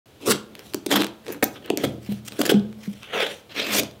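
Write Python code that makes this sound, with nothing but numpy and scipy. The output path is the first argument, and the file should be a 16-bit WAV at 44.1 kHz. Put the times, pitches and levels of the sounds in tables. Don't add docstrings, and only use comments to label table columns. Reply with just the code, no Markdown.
import sys
import numpy as np
from scipy import signal
from scipy.fft import rfft, irfft
from scipy.io import wavfile
from scipy.ndimage import uniform_filter1d

SR = 44100
rng = np.random.default_rng(int(sys.argv[2]) if len(sys.argv) > 2 else 0)


def materialize(psi):
    bounded = np.clip(np.atleast_2d(psi).T, -1, 1)
    quanta = np.round(bounded * 32767).astype(np.int16)
    wavfile.write(sys.argv[1], SR, quanta)


N = 176400
HZ, T = np.fft.rfftfreq(N, 1 / SR), np.arange(N) / SR


def amp(db):
    return 10 ** (np.asarray(db) / 20)


def unit_rms(x):
    return x / np.sqrt(np.mean(x ** 2) + 1e-20)


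def curve_at(points, hz):
    freqs, values = np.transpose(points)
    return np.interp(np.log(hz + 1), np.log(freqs + 1), values)


def add(mix, start_s, sound):
    part = mix[max(round(start_s * SR), 0):][:len(sound)]
    part += sound[:len(part)]


def equalise(x, eq):
    return irfft(rfft(x) * amp(curve_at(eq, HZ)), N)


def blur(x, steps, axis):
    size = max(round(steps), 1)
    return unit_rms(uniform_filter1d(uniform_filter1d(x, size, axis), size, axis))


def ring(modes, t):
    return sum(amp(db - 60 * t / t60) * np.sin(2 * np.pi * hz * t) for hz, db, t60 in modes)


def friction(slips_per_s, spread_db, hiss_share):
    sizes = amp(spread_db * np.minimum(rng.exponential(1, N), 4))
    slips = sizes * rng.choice([-1, 1], N) * (rng.random(N) < slips_per_s / SR)
    texture = (1 - hiss_share) * unit_rms(slips) + hiss_share * rng.standard_normal(N)
    hz, when, spectrum = signal.stft(texture, SR, nperseg=256)
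    patches = blur(rng.standard_normal(spectrum.shape), 550 / hz[1], axis=0)
    resonance_db = 3 * blur(patches, 0.036 / when[1], axis=1)
    stick_slip_db = 2.3 * blur(rng.standard_normal(N), 0.0065 * SR, axis=0)
    return signal.istft(spectrum * amp(resonance_db), SR, nperseg=256)[1][:N] * amp(stick_slip_db)


def three_bands(x, eq, crossovers_hz=(800, 5000)):
    spectrum = rfft(equalise(x, eq))
    lows, lows_and_mids = (1 / (1 + (HZ / hz) ** 8) for hz in crossovers_hz)
    shares = (lows, lows_and_mids - lows, 1 - lows_and_mids)
    return [unit_rms(irfft(spectrum * share, N)) for share in shares]


def stroke(envelope, eq, texture):
    times, *faders = np.transpose(envelope)
    out, touching = np.zeros(N), (T >= times[0]) & (T <= times[-1])
    for band, fader_db in zip(three_bands(texture, eq), faders):
        out[touching] += band[touching] * amp(np.interp(T[touching], times, fader_db))
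    return out


# freq_hz, gain_db
AIR_EQ = [(25, -28), (50, 7), (85, 0.5), (200, -6.5), (450, -7), (1000, -18), (2000, -22), (3300, -19),
          (5000, -27), (9000, -31.5), (15500, -31)]
def air(level_db=-50, start_s=0.058):
    return amp(level_db) * unit_rms(equalise(rng.standard_normal(N), AIR_EQ)) * (T > start_s)


# freq_hz, t60_s
ROOM_DECAY = [(150, 0.36), (400, 0.47), (1000, 0.42), (3000, 0.28), (7000, 0.24), (15000, 0.23)]
# freq_hz, gain_db
ROOM_EQ = [(80, -16.5), (200, 4.5), (420, -11), (900, -6), (2000, -13), (3300, -6.5), (4600, -9.5),
           (7000, -10), (15000, -19.5)]
# pitch_hz, gain_db, t60_s
ROOM_MODES = [(215, 6, 0.9)]
def room(send):
    t = T[:SR]
    hz, when, noise = signal.stft(rng.standard_normal(SR), SR, nperseg=256)
    t60 = curve_at(ROOM_DECAY, hz)[:, None]
    fade = amp(curve_at(ROOM_EQ, hz)[:, None] - 60 * when / t60)
    energy_trim = np.sqrt(2 * np.log(1000) / (t60 * SR))
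    tail = signal.istft(noise * fade * energy_trim, SR, nperseg=256)[1][:SR]
    tail *= np.minimum(t / 0.002, 1)
    for pitch_hz, gain_db, t60_s in ROOM_MODES:
        tail += ring([(pitch_hz, gain_db, t60_s)], t) * 2 * np.log(1000) / (t60_s * SR)
    return signal.fftconvolve(send, tail)[:N]


# pitch_hz, gain_db
HOOK_MODES = [(6300, -14), (7000, -15), (7650, -19), (10100, -14), (11500, -18), (12700, -21), (13850, -4),
              (14250, -9)]
# start_s, level_db, t60_s
HOOK_PINGS = [(.959, -14, .045), (1.3225, -28, .07), (1.4415, -2, .008)]
def hook_pings():
    out, t = np.zeros(N), T[:SR // 8]
    for start_s, level_db, t60_s in HOOK_PINGS:
        modes = [(pitch_hz, gain_db, t60_s) for pitch_hz, gain_db in HOOK_MODES]
        add(out, start_s, amp(level_db) * ring(modes, t))
    return out


# pitch_hz, gain_db, t60_s
HANDLE_MODES = [(482, 0, 0.044), (1420, -23, 0.016), (1820, 0.5, .04), (2190, -1.5, 0.038),
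                (2510, -3, 0.037)]
def handle_clack(start_s=1.427, level_db=-15.5):
    out = np.zeros(N)
    add(out, start_s, amp(level_db) * ring(HANDLE_MODES, T[:SR // 8]))
    return out


# freq_hz, gain_db
TICK_EQ = [(60, -25), (160, -33), (300, -10), (600, 0.5), (1500, -10), (3000, 0), (5000, -3.5), (9000, -6),
           (15500, -7)]
# start_s, crack_db, snap_db
TIP_TICKS = [(0.5529, -28, -31), (0.5931, -30.5, -30), (0.7365, -25, -24), (0.7452, -16, -14.5),
             (0.8624, -22.5, -22), (0.8652, -22.5, -15.5), (1.0209, -12, -18.5), (1.035, -17, -31),
             (1.045, -15.5, -21), (1.0676, -24.5, -28), (1.266, -26, -46), (1.282, -29, -32),
             (1.6606, -55, -31.5), (1.7018, -12.5, -21.5), (1.774, -22, -11), (1.8505, -15, -25),
             (2.3221, -25, -40), (2.542, -19.5, -50), (2.596, -35, -40), (2.728, -36.5, -56),
             (3.032, -27.5, -61), (3.834, -22.5, -27), (3.912, -42, -39)]
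def tip_ticks(decay_s=0.00064, crossover_hz=3570):
    out, t = np.zeros(N), T[:SR // 64]
    noise = equalise(rng.standard_normal(N), TICK_EQ)
    lows = irfft(rfft(noise) / (1 + (HZ / crossover_hz) ** 4), N)
    envelope = np.exp(-t / decay_s)
    for start_s, crack_db, snap_db in TIP_TICKS:
        for band, level_db in ((lows, crack_db), (noise - lows, snap_db)):
            burst = band[round(start_s * SR):][:len(t)] * envelope
            burst *= np.linalg.norm(envelope) / np.linalg.norm(burst)
            add(out, start_s, amp(level_db) * burst)
    return out


# pitch_hz, gain_db, t60_s
TABLE_MODES = [(80.4, -3, 1), (119.4, 1.5, 0.93), (146, 6, .4), (201.1, -3, 0.97)]
# start_s, level_db, pitch_hz, t60_s, hum_db, send_db
BOOT_KNOCKS = [(0.2904, -11.5, 239, 0.052, -50, -6), (.7452, -7.5, 368, 0.022, -66, -1),
               (0.864, -10, 355, 0.028, -66, 2), (0.919, -21, 296, 0.072, -56, -3),
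               (0.948, -15.5, 210, 0.076, -57, -4.5), (1.428, -10.5, 233, 0.045, -49, -11),
               (1.7035, 4.5, 393, .012, -66, -1), (1.7345, -12, 380, 0.028, -65, 2),
               (1.7744, -6, 320, 0.011, -66, 4), (1.8385, -7.5, 340, 0.023, -32.5, -3),
               (1.874, -31, 320, .05, -54, -7), (2.0894, -13.5, 207, 0.12, -38.5, -6),
               (2.4001, -10.5, 250, 0.066, -52, -8), (2.52, 2.5, 410, 0.021, -45, 2),
               (2.5416, -2.5, 206.6, .13, -34.5, -7.5), (2.877, -15, 199, 0.11, -52, -15),
               (3.785, -33, 125, 0.084, -41.5, -15)]
def boot_knocks(attack_s=0.0016, low_cut_hz=106):
    out, send, t = np.zeros(N), np.zeros(N), T[:SR]
    attack = 1 - np.exp(-t / attack_s)
    hum = attack * ring(TABLE_MODES, t)
    low_cut = signal.butter(1, low_cut_hz, "high", fs=SR, output="sos")
    for start_s, level_db, pitch_hz, t60_s, hum_db, send_db in BOOT_KNOCKS:
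        modes = [(pitch_hz, 0, t60_s), (pitch_hz * 1.666, -14, 0.024)]
        thump = signal.sosfilt(low_cut, amp(level_db) * attack * ring(modes, t))
        add(out, start_s, thump + amp(hum_db) * hum)
        add(send, start_s, amp(send_db) * thump)
    return out, send


# freq_hz, gain_db
SLIDE_EQ = [(70, -44), (160, 0.5), (400, 3), (900, -11.5), (1600, -7.5), (2600, -8), (3400, -6),
            (4600, -18), (7000, -25), (11000, -27.5), (15500, -29)]
# time_s, body_db, rasp_db, fizz_db
SLIDE_ENVELOPES = [
    [(.5, -58, -68, -81), (.55, -55, -63, -73), (.66, -49.5, -49.5, -51.5), (.73, -58, -63, -59)],
    [(1.53, -55, -58, -46), (1.565, -48, -45, -62), (1.6, -56.5, -68, -71), (1.65, -45.5, -47.5, -64),
     (1.7, -40, -45, -68)],
    [(1.78, -36, -44, -53), (1.83, -34, -43, -44.5), (1.87, -25, -47, -50.5), (1.93, -38, -63.5, -61),
     (1.99, -52, -76, -75)],
    [(2.01, -64, -69, -69), (2.05, -50, -51.5, -46.5), (2.08, -62, -54, -57), (2.125, -37, -49.5, -47),
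     (2.2, -63, -60, -63)],
    [(2.25, -58, -60, -48), (2.272, -56, -53, -48), (2.285, -55, -37, -34.5), (2.293, -58, -55, -65)],
    [(2.31, -46, -51, -54), (2.38, -46.5, -45, -47), (2.44, -31.5, -42, -45), (2.49, -33, -39.5, -43)],
    [(2.78, -53, -69, -66), (2.83, -58, -50.5, -52.5), (2.9, -53.5, -61, -56.5), (2.94, -53, -53, -52)],
]
def leather_slides():
    crinkle = friction(slips_per_s=500, spread_db=2.5, hiss_share=0.55)
    return sum(stroke(envelope, SLIDE_EQ, crinkle) for envelope in SLIDE_ENVELOPES)


# freq_hz, gain_db
RASP_EQ = [(60, -37), (140, -6.5), (300, 0), (520, 2.5), (950, -12), (1500, -2.5), (2400, -10.5),
           (3400, -6.5), (4200, -12.5), (6300, -21.5), (12900, -23.5), (15800, -24.5)]
# start_s, length_s, body_db, rasp_db, fizz_db
EDGE_RASPS = [(.308, 0.015, -31, -22, -27), (1.4249, 0.012, -19, -24.5, -24.5),
              (1.835, .013, -18.5, -26, -31.5), (2.3901, 0.019, -22.5, -35.5, -31),
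              (2.4137, 0.0031, -28, -20, -22), (2.452, .006, -29, -28, -29.5),
              (2.461, 0.0063, -28.5, -26, -24), (2.4918, 0.011, -15, -16.5, -21.5),
              (2.504, 0.014, -28, -30, -27.5), (3.779, 0.021, -38, -26, -27)]
def edge_rasps(attack_s=0.0018, release_s=0.0018):
    out, t = np.zeros(N), T[:SR // 16]
    grit = friction(slips_per_s=3000, spread_db=4, hiss_share=0.56)
    bands = np.array(three_bands(grit, RASP_EQ))
    for start_s, length_s, *bands_db in EDGE_RASPS:
        envelope = np.minimum(t / attack_s, 1) * np.exp(-np.maximum(t - length_s, 0) / release_s)
        blend = amp(bands_db) @ bands[:, round(start_s * SR):][:, :len(t)]
        add(out, start_s, envelope * blend)
    return out


# freq_hz, gain_db
SCRAPE_EQS = [
    [(41, -49), (70, -28.5), (320, -5.5), (460, -3), (631, -15.5), (1360, -14), (1640, -24), (2950, -14),
     (4150, -19.5), (10300, -23), (15800, -31.5)],
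    [(53, -63), (90, -42), (127, -16), (289, 0), (383, -6.5), (1130, -18.5), (1940, -20), (3190, -15.5),
     (6650, -39.5), (13000, -41.5), (14200, -46), (15800, -51)],
    [(71, -45), (120, -9), (522, -1), (602, -16.5), (1420, -18), (1640, -13), (2410, -19.5), (3150, -22.5),
     (15800, -40)],
    [(88, -57), (150, -14.5), (205, -15), (269, -19), (492, -1), (993, -15), (1120, -15.5), (1360, -10),
     (2340, -8), (3320, -8), (5000, -30), (13500, -40.5), (15800, -41.5)],
    [(41, -52), (70, -18.5), (123, -14.5), (162, -26), (203, -4.5), (358, -7), (470, -3), (691, -6),
     (848, -16.5), (2580, -5.5), (10500, -25), (14400, -21.5), (15800, -32)],
]
# slips_per_s, spread_db, hiss_share (0-1)
SCRAPE_GRIT = [(3040, 3.5, 0.45), (2165, 3, 0.31), (700, 3.5, 0.36), (3680, 1, 0.75), (2940, 2.5, 0.61)]
# time_s, body_db, rasp_db, fizz_db
SCRAPE_ENVELOPES = [
    [(0.2, -66, -62, -83), (0.214, -45.5, -50.5, -51.5), (0.246, -38, -44.5, -54), (0.268, -31, -32, -28.5),
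     (0.284, -18.5, -27, -29.5), (0.3, -21, -25.5, -18.5), (0.32, -27, -16, -17.5), (0.344, -32, -42, -51),
     (0.36, -28, -35.5, -46)],
    [(0.89, -41, -49, -50), (0.916, -21, -17, -24.5), (0.952, -18.5, -25, -29), (0.96, -28, -22.5, -30),
     (0.976, -26.5, -28, -36.5), (1.042, -28.5, -32, -37.5), (1.06, -34, -52, -81), (1.066, -45, -64, -50),
     (1.09, -52, -55, -65)],
    [(1.24, -59, -54, -66), (1.282, -36, -42.5, -48), (1.308, -32, -41, -52.5), (1.322, -40, -42.5, -43.5),
     (1.38, -42, -57, -70)],
    [(2.95, -58, -59, -59), (3.016, -67, -53, -61), (3.028, -54.5, -45, -60), (3.122, -39, -41.5, -60),
     (3.136, -33, -30, -50), (3.168, -28.5, -25.5, -43.5), (3.232, -27.5, -23, -41.5),
     (3.344, -47, -44, -49), (3.43, -89, -67, -68)],
    [(3.48, -69, -102, -89), (3.496, -48, -45.5, -62), (3.538, -55, -39.5, -62), (3.55, -47, -33.5, -48.5),
     (3.604, -33.5, -27, -41.5), (3.634, -35, -30.5, -46.5), (3.694, -34.5, -29.5, -36.5),
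     (3.724, -34.5, -26, -30), (3.8, -25.5, -24, -21), (3.812, -23.5, -55, -56), (3.84, -36.5, -52, -66),
     (3.88, -77, -75, -77)],
]
def tool_scrapes():
    scrapes = zip(SCRAPE_ENVELOPES, SCRAPE_EQS, SCRAPE_GRIT)
    return sum(stroke(envelope, eq, friction(*grit)) for envelope, eq, grit in scrapes)


def scene():
    tool = tool_scrapes() + leather_slides() + edge_rasps() + tip_ticks() + hook_pings()
    clack = handle_clack()
    knocks, knock_send = boot_knocks()
    room_send = tool + knock_send + amp(-2) * clack
    return (air() + room(room_send) + knocks + clack + tool)[None]


def record(dry, low_cut_hz=87, ceiling=0.55, high_cut_hz=15900):
    low_cut = signal.butter(4, low_cut_hz, "high", fs=SR, output="sos")
    high_cut = signal.firwin(301, high_cut_hz, window=("kaiser", 8), fs=SR)
    trimmed = signal.sosfilt(low_cut, dry)
    rounded = trimmed / (1 + (trimmed / ceiling) ** 6) ** (1 / 6)
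    return signal.oaconvolve(rounded, high_cut[None], "same")


dry = scene()
out = record(dry)
materialize(out)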